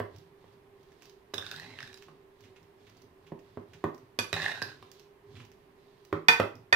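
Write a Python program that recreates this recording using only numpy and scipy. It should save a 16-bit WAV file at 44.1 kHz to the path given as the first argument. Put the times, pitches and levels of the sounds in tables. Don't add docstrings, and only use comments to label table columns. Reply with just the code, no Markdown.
import sys
import numpy as np
from scipy import signal
from scipy.fft import rfft, irfft
from scipy.io import wavfile
from scipy.ndimage import uniform_filter1d

SR = 44100
rng = np.random.default_rng(int(sys.argv[2]) if len(sys.argv) > 2 else 0)


def unload_wav(signal):
    wavfile.write(
        sys.argv[1],
        SR,
        np.round(np.clip(np.atleast_2d(signal).T, -1, 1) * 32767).astype(np.int16),
    )


def ratio_of_db(decibels):
    return 10 ** (np.asarray(decibels, float) / 20)


N = 298071


def evened(x):
    return x / np.sqrt(np.mean(x ** 2) + 1e-20)


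def peaked(x, lo_hz, hi_hz):
    band = signal.sosfilt(signal.butter(2, [lo_hz, hi_hz], "bandpass", fs=SR, output="sos"), x)
    return x / np.abs(band).max()


def read(points, hz):
    f, value = np.transpose(points)
    return np.interp(np.log(hz + 1), np.log(f + 1), value)


def filtered(x, points):
    return irfft(rfft(x) * ratio_of_db(read(points, np.fft.rfftfreq(N, 1 / SR))), N)


def add(mix, s, sound):
    part = mix[max(round(s * SR), 0):][:len(sound)]
    part += sound[:len(part)]


def unfold(rows):
    s, *columns = np.transpose(rows)
    t = np.arange(s[0], s[-1], 1 / SR)
    return s[0], signal.windows.tukey(len(t), 0.08), [np.interp(t, s, c) for c in columns]


def resonate(x, hz, width):
    turn = np.exp(2j * np.pi * np.cumsum(hz * np.ones(len(x))) / SR)
    r = np.exp(-np.pi * width / SR)
    return 2 * (turn * signal.lfilter([1 - r], [1, -r], x / turn + 1e-18)).real


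def ring(modes, extra_db=0, longer=1, spread_db=0):
    hz, db, t60 = np.transpose(modes)[:, :, None]
    t = np.arange(SR // 3) / SR
    sign = (-1.) ** np.arange(len(hz))[:, None]
    level_db = db + extra_db + spread_db * rng.standard_normal(hz.shape) - 60 * t / np.abs(t60 * longer)
    swell = 1 - np.exp(-t / 0.0014)
    return swell * (sign * ratio_of_db(level_db) * np.sin(2 * np.pi * hz * t)).sum(0)


def blow(ms):
    u = np.arange(400) / (ms * SR / 1000)
    push = u * np.exp(-u)
    return push / np.sum(push)


def burst(size, t60):
    return rng.standard_normal(size) * ratio_of_db(-60 * np.arange(size) / SR / t60)


def grit(size, per_s, spread_db):
    sizes = ratio_of_db(spread_db * np.minimum(rng.exponential(1, size), 5)) * rng.standard_normal(size)
    return evened(sizes * (rng.random(size) < per_s / SR))


BOWL_HZ = [465, 755, 900, 955, 1130, 1275, 1515, 1735, 1785, 1880, 2030, 2140, 2462, 2490, 2630, 3040, 3508,
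           3556, 3930, 4622, 5350, 5900, 6350, 7300, 8500, 10240, 11210]
BOWL_DB = [-31.5, -18.5, -19.5, -10.5, -19.5, -14, -9.5, -6.5, 5, -12, -9, -22, 0.8, -10, -14, -20.5, -3,
           -29.5, -12, -4.5, -14, -16.5, -28, -38, -31, -44, -34.5]
BOWL_T60 = [0.82, 0.17, 0.22, 0.12, 0.3, 0.12, 0.14, 0.099, 0.041, 0.137, 0.1, 0.018, 0.082, 0.34, 0.054,
            0.094, 0.05, 0.21, 0.044, 0.04, 0.039, 0.055, 0.14, 0.25, 0.049, 0.11, 0.1]
BOWL = list(zip(BOWL_HZ, BOWL_DB, BOWL_T60))
MAIN_HZ = 2462
WALL_HZ, WALL_OCTAVES = 1880, 0.1
RING_SHARE, RING_PER_DB = 0.44, 0.24
# (time [s], peak [dB], crack [dB], wall modes [dB], upper modes [dB per octave])
CLINKS = [
    (4.1888, -24, -0.5, -18, 9),
    (6.284, -9, -6.5, -1.2, .1),
    (6.726, -14, -9, 10, 1.5),
]


def clinks():
    out = np.zeros(N)
    octaves = np.log2(np.array(BOWL_HZ)[:, None] / MAIN_HZ)
    from_wall = (octaves - np.log2(WALL_HZ / MAIN_HZ)) / WALL_OCTAVES
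    for s, db, crack_db, wall_db, high_db in CLINKS:
        place_db = high_db * np.maximum(octaves, 0) + wall_db * np.exp(-from_wall ** 2)
        glass = ring(BOWL, place_db, longer=RING_SHARE * ratio_of_db(RING_PER_DB * db))
        glass = peaked(glass, 2200, 3000)
        crack = np.convolve(burst(len(glass), 0.1), blow(0.03))[:len(glass)]
        add(out, s, ratio_of_db(db - 3.5) * (glass + ratio_of_db(crack_db - 1.0) * crack))
    return out


MIDDLE_HZ, TIP_HZ = 2586, 4920
HISS_DB, HISS_FOLLOW, HISS_FADE_DB_PER_S = -70, 0.31, 29
# (time [s], pressure [dB], lowest spoon resonance [Hz], top spoon resonance [Hz])
SCRAPES = [
    [(1.335, -78, 1680, 3980), (1.387, -62, 1590, 3500), (1.509, -58.5, 1560, 3820),
     (1.62, -57, 1850, 4000), (1.725, -58.5, 2190, 3940), (1.775, -60, 1870, 3800),
     (1.863, -61, 1700, 3740), (1.98, -79, 1700, 4100)],
    [(4.325, -72.5, 1940, 3800), (4.361, -41.5, 1820, 3700), (4.441, -40, 1820, 3650),
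     (4.513, -43.5, 1765, 3640), (4.553, -53.5, 1560, 3950), (4.623, -56.5, 1654, 3870),
     (4.695, -53.5, 1530, 3900), (4.8, -81, 1600, 3800)],
]
# (time [s], first resonance peak [dB], second [dB re first], third [dB re first])
JERKS = [(1.3383, -25.5, 6, 3), (1.3411, -36, 2, 21.5), (1.3808, -34, 1.5, 8.5), (1.4238, -36.5, -18, -5),
         (1.465, -44, 4, 9.5), (1.5139, -32, -2.5, 5), (1.541, -34.5, -30, -15.5), (1.5618, -42.5, -13, 9),
         (1.598, -36.5, -4, 1.5), (1.631, -42, -2, -13), (1.7882, -35, 8, -25), (1.8048, -28, -17, -10),
         (1.828, -31, -15, -6), (1.8751, -49, 9, 7.5), (1.9293, -54, 14.5, 9), (1.9424, -57, 6, 20.5),
         (4.3288, -12.5, 6.5, -6), (4.3407, -28, -8, 1.5), (4.369, -30, -8, -25), (4.3994, -26, -27, -23),
         (4.419, -26, -20, -2), (4.442, -22, -3, -12), (4.4615, -19, -8, -15), (4.4817, -22, -10, -10),
         (4.496, -32.5, -27, -30), (4.5154, -23.5, -11, -15), (4.6184, -21.5, -10, -10),
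         (4.6246, -30.5, -13, 8)]


def catches(start, size):
    lanes = np.zeros((4, size))
    for s, peak_db, second_db, third_db in JERKS:
        jerk = burst(400, 0.009)
        if start < s < start + size / SR:
            for lane, lane_db in zip(lanes, [0, second_db, third_db, third_db - 2.0]):
                add(lane, s - start, ratio_of_db(peak_db + lane_db) * jerk / np.linalg.norm(jerk))
    return lanes


def scrape(rows):
    start, window, (db, low_hz, top_hz) = unfold(rows)
    size = len(db)
    hiss_db = HISS_DB + HISS_FOLLOW * (db + 39) - HISS_FADE_DB_PER_S * np.arange(size) / SR
    clumps = evened(uniform_filter1d(rng.standard_normal(size), 300))
    slips = evened(ratio_of_db(3.2 * clumps) * grit(size, per_s=2700, spread_db=-3.0))
    jerks = catches(start, size)
    hiss = ratio_of_db(hiss_db) * evened(resonate(slips, 4000, 4300))
    tick = ratio_of_db(-1.5) * resonate(jerks[3], 4300, 12000)
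    glass = ratio_of_db(db - 10) * evened(signal.oaconvolve(slips, ring(BOWL, longer=0.15))[:size])
    bowl_air = ratio_of_db(db - 6.0) * evened(resonate(resonate(slips, 710, 380), 1300, 1300))
    out = hiss + tick + glass + bowl_air
    pitches_hz = [low_hz, MIDDLE_HZ, top_hz, TIP_HZ]
    widths_shares = [(188, -1), (380, -7), (330, -4.5), (820, -22.5)]  # (width [Hz], share [dB])
    for hz, lane, (width, share_db) in zip(pitches_hz, jerks, widths_shares):
        ringing = ratio_of_db(db + share_db) * evened(resonate(slips, hz, width))
        ringing += resonate(lane, hz, width) * SR / (2 * np.pi * width)
        out += resonate(ringing, hz, 5 * width)
    return start, out * np.minimum(3 * window, 1)


SMACK_S, SHORTER_PER_DB = 0.015, 0.62
# (time [s], dull part peak [dB], bright part [dB re dull])
SMACKS = [(0.161, -47, 4), (0.184, -56.5, 18), (0.83, -54, 6), (0.917, -49, -5), (1.0209, -39.5, -0.5),
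          (1.055, -52, 11), (1.096, -50.5, 14.5), (1.972, -45, 2), (2.022, -41.5, -6), (2.406, -49.5, 5),
          (2.438, -43.5, -15), (2.56, -45.5, -16), (2.6286, -56, 7), (2.867, -46.5, -15),
          (2.8944, -49.5, 6), (2.969, -52.5, 9), (3.018, -51, 11), (3.2655, -42.5, -11), (3.391, -47, -0.5),
          (3.7327, -38.5, -11), (3.945, -48, 10), (3.979, -49.5, 10), (4.9154, -44.5, 13), (4.9954, -45, 6),
          (5.3531, -40.5, -22), (5.399, -40.5, -18), (5.4484, -47, 1), (5.516, -49, -2), (6.05, -48, 10),
          (6.5534, -47, 8)]


def smacks():
    out, t = np.zeros(N), np.arange(SR // 6) / SR
    for s, db, bright_db in SMACKS:
        length_s = SMACK_S * ratio_of_db(-SHORTER_PER_DB * bright_db)
        pops = grit(len(t), per_s=7000, spread_db=3.5)
        dull = evened(resonate(resonate(pops, 2500, 2500), 2500, 2500))
        bright = evened(resonate(resonate(pops, 5200, 3000), 5200, 3000))
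        fizz = evened(np.diff(pops, prepend=0))
        wet = dull + ratio_of_db(bright_db) * bright + ratio_of_db(bright_db - 2.5) * fizz
        shape = np.minimum(t / 0.00091, 1) * ratio_of_db(-20 * t / length_s)
        add(out, s, ratio_of_db(db - 15.5) * wet * shape)
    return out


# (pitch [Hz], strength [dB], ring time [t60 s])
COUNTER = [(45, -14, .25), (104, -1, .2), (160, -10, .3), (258, -7, .22), (310, -8, .1), (400, -2, .15),
           (465, -8, .1), (555, -6, .12), (710, -5, .1), (800, -8, .1), (960, -6, .12), (1125, -8, .15),
           (1275, -10, .15)]
CLATTER_DB, CLATTER_DB_PER_MS = -16, -62.5
# (time [s], peak [dB], contact [ms], glass ringing along [dB], cupboard boom [dB])
KNOCKS = [(0.001, -17.5, 0.14, -11, 1), (0.441, -43, 0.17, 4, 6.5), (1.3371, -26.5, 0.083, -13, -1),
          (1.383, -29.5, 0.11, -25, 3.5), (2.084, -41.5, 0.083, -1, 5.5), (3.319, -26, 0.44, -0.5, -10),
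          (3.572, -24.5, 0.34, 0, -6), (3.84, -14.5, 0.19, 9.5, 1), (4.188, -20.5, 0.17, -8, 1.5),
          (4.329, -24, 0.029, -15, 10.5), (4.619, -26.5, 0.045, -22, 7.5), (4.826, -39.5, 0.038, -17, -47),
          (5.402, -42.5, 0.15, -6, 1), (6.127, -14, 0.18, -2, -1.5), (6.2839, -16.5, 0.056, 6, 4.5),
          (6.399, -8, 0.08, -4, -1.5), (6.725, -21, 0.21, -16, 2.5)]


def knocks():
    out = np.zeros(N)
    deep = np.transpose(COUNTER)[0][:, None] < 200
    for s, db, ms, glass_db, boom_db in KNOCKS:
        body = ring(COUNTER, boom_db * deep, spread_db=1.5) + ring(BOWL, glass_db, 0.4, spread_db=1.5)
        body += 14.7 * burst(len(body), 0.027)
        body -= ring([(454, 28.7, 0.0084)]) + ring([(1087, 28, 0.0083)]) + ring([(1964, 20.7, 0.011)])
        thud = peaked(np.convolve(body, np.convolve(blow(ms), blow(0.03))), 150, 900)
        tick = np.diff(burst(len(body), 0.006), prepend=0)
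        clatter = np.convolve(burst(len(thud), 0.0066), blow(0.035))[:len(thud)]
        add(clatter, 0, ratio_of_db(-4.5) * tick)
        clatter_db = CLATTER_DB + CLATTER_DB_PER_MS * ms
        add(out, s, ratio_of_db(db - 7.0) * (thud + ratio_of_db(clatter_db) * clatter))
    return out


PUSH_DB_PER_S, LET_GO_DB_PER_S = 204, 119.5
# (middle [s], length [s], squelch [dB], bowl rocking on the counter [dB])
STIRS = [(.16, 0.02, -64, -48), (.47, .12, -72.5, -62.5), (.66, 0.095, -89, -61), (.9, 0.19, -72.5, -61.5),
         (1.046, 0.02, -61.5, -75), (1.5, 0.12, -51.5, -54.5), (1.64, 0.16, -57.5, -48.5),
         (1.83, 0.092, -58, -55.5), (1.95, 0.2, -63.5, -60), (2.11, 0.072, -74, -55.5),
         (2.436, 0.026, -66, -58), (2.63, 0.034, -74.5, -59.5), (2.9, 0.18, -69, -60.5),
         (3.06, 0.049, -80, -57.5), (3.25, 0.05, -74, -59.5), (3.5, 0.099, -70.5, -61),
         (3.76, .1, -69, -55.5), (3.99, 0.099, -74.5, -55.5), (4.42, 0.074, -47, -43),
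         (4.55, 0.049, -53, -50.5), (4.69, 0.022, -56.5, -50), (4.84, .14, -68, -60),
         (4.96, 0.048, -64, -60), (5.361, 0.064, -63, -46.5), (5.6, 0.12, -78.5, -69),
         (5.88, .16, -72, -69.5), (6.07, 0.2, -71.5, -70.5), (6.56, 0.036, -76, -51)]


def stirring():
    middle, length, squelch_db, rock_db = np.transpose(STIRS)[:, :, None]
    t = np.arange(0, N + 64, 64) / SR
    before = np.maximum(middle - length / 2 - t, 0)
    after = np.maximum(t - middle - length / 2, 0)
    push_db = -PUSH_DB_PER_S * before - LET_GO_DB_PER_S * after
    wet, tilt = (np.interp(np.arange(N) / SR, t, ratio_of_db(db + push_db).max(0)) for db in (squelch_db, rock_db))
    pops = grit(N, per_s=7200, spread_db=2.5)
    squelch = evened(resonate(resonate(pops, 3300, 2300), 4000, 3417))
    lumps = uniform_filter1d(grit(N, per_s=1200, spread_db=1.8), 70)
    rock = evened(signal.oaconvolve(lumps, ring(COUNTER, longer=0.45))[:N])
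    return ratio_of_db(-6.0) * wet * squelch, ratio_of_db(-9.5) * tilt * rock


# (frequency [Hz], likeness [0 to 1])
SAME = [(60, 0.78), (290, 1), (500, 0.2), (900, 0.067), (16000, 0.0089)]


def diffuse(z):
    same = np.clip(read(SAME, np.linspace(0, SR / 2, z.shape[1])), 0, 1)[:, None]
    return np.array([same * z[1] + np.sqrt(1 - same ** 2) * z[0], z[1]])


# (frequency [Hz], decay [t60 s])
KITCHEN = [(60, 0.046), (250, 0.28), (1000, 0.33), (3000, 0.3), (8000, 0.28), (16000, 0.3)]


def kitchen(x):
    out, t = np.zeros((2, N)), np.arange(N) / SR
    for k in range(3):
        taps = np.zeros((2, SR))
        at = np.arange(120, SR - 20, 20) + rng.integers(0, 20, (2, (SR - 121) // 20))
        np.put_along_axis(taps, at, rng.choice([-1., 1.], at.shape), 1)
        hz, late, z = signal.stft(taps, SR, nperseg=512)
        decay = ratio_of_db(-60 * late / read(KITCHEN, hz)[:, None])
        tail = signal.istft(diffuse(z) * decay, SR, nperseg=512)[1]
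        turn = np.sqrt(2 / 3) * np.cos(2 * np.pi * (1.7 * t + k / 3))
        out += signal.fftconvolve((x * turn)[None], tail / np.linalg.norm(tail[0]), axes=1)[:, :N]
    return out


# (frequency [Hz], level [dB per Hz])
AIR = [(15, -48.5), (25, 4), (49, -16), (170, -9.5), (229, -12.5), (394, -8), (545, -14), (1040, -15),
       (1440, -23), (1740, -20), (7110, -40), (14800, -38), (16000, -43)]
AIR_DB = -66.5
# (pitch [Hz], width [Hz], level [dB])
FRIDGE = [
    (403.6, 8.4, -68),
    (384.4, 12, -69),
    (1047, 15, -87.5),
]


def air():
    frames, hz = N // 256 + 5, np.fft.rfftfreq(1024, 1 / SR)
    a, b, c, d, patches = rng.standard_normal((frames, 513, 5)).T
    patches = evened(uniform_filter1d(uniform_filter1d(patches, 12, 0), 14, 1))
    z = diffuse(np.array([a + 1j * b, c + 1j * d])) * ratio_of_db(read(AIR, hz)[:, None] + 0.4 * patches)
    out = ratio_of_db(AIR_DB) * evened(signal.istft(z, nperseg=1024, noverlap=768)[1][:, :N])
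    for f, width, db in FRIDGE:
        line = resonate(resonate(rng.standard_normal(N), f, width), f, 2 * width)
        out = out + ratio_of_db(db) * evened(line)
    return out


def delayed(x, s):
    return np.interp(np.arange(N) - s * SR, np.arange(N), x)


LAG_S = 0.00034
INSIDE_LAG_S = 0.00005
# (frequency [Hz], gain [dB])
SHADE = [(300, 4), (1500, 1), (3000, -5), (6000, -17.5), (14000, -3)]


def scene():
    rim, inside, counter = clinks(), smacks(), knocks()
    for rows in SCRAPES:
        add(inside, *scrape(rows))
    squelch, rock = stirring()
    inside, counter = inside + squelch, counter + rock
    left = filtered(delayed(rim, LAG_S) + delayed(inside, INSIDE_LAG_S), SHADE)
    direct = np.array([left, rim + inside]) + counter
    echo = kitchen(ratio_of_db(-3.5) * rim + ratio_of_db(-4.5) * inside + ratio_of_db(-0.5) * counter)
    bass_cut = signal.butter(4, 90, "highpass", fs=SR, output="sos")
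    return signal.sosfilt(bass_cut, direct + echo) + air()


def roll_off(x):
    return signal.sosfilt(signal.butter(12, 16510, fs=SR, output="sos"), x)


# (frequency [Hz], gain [dB])
LEFT = [(60, -1.0), (130, -2.0), (290, -5.0), (640, -4.0), (1410, -2.5), (3100, -4.5), (6820, -7.0),
        (15000, -4.0)]


def record(dry):
    shaded = np.array([filtered(dry[0], LEFT), dry[1]])
    mix = ratio_of_db(4.5) * filtered(shaded, [(15500, 1), (16300, -26.0)])
    return roll_off(np.clip(mix, -1, 1))


dry = scene()
out = record(dry)
unload_wav(out)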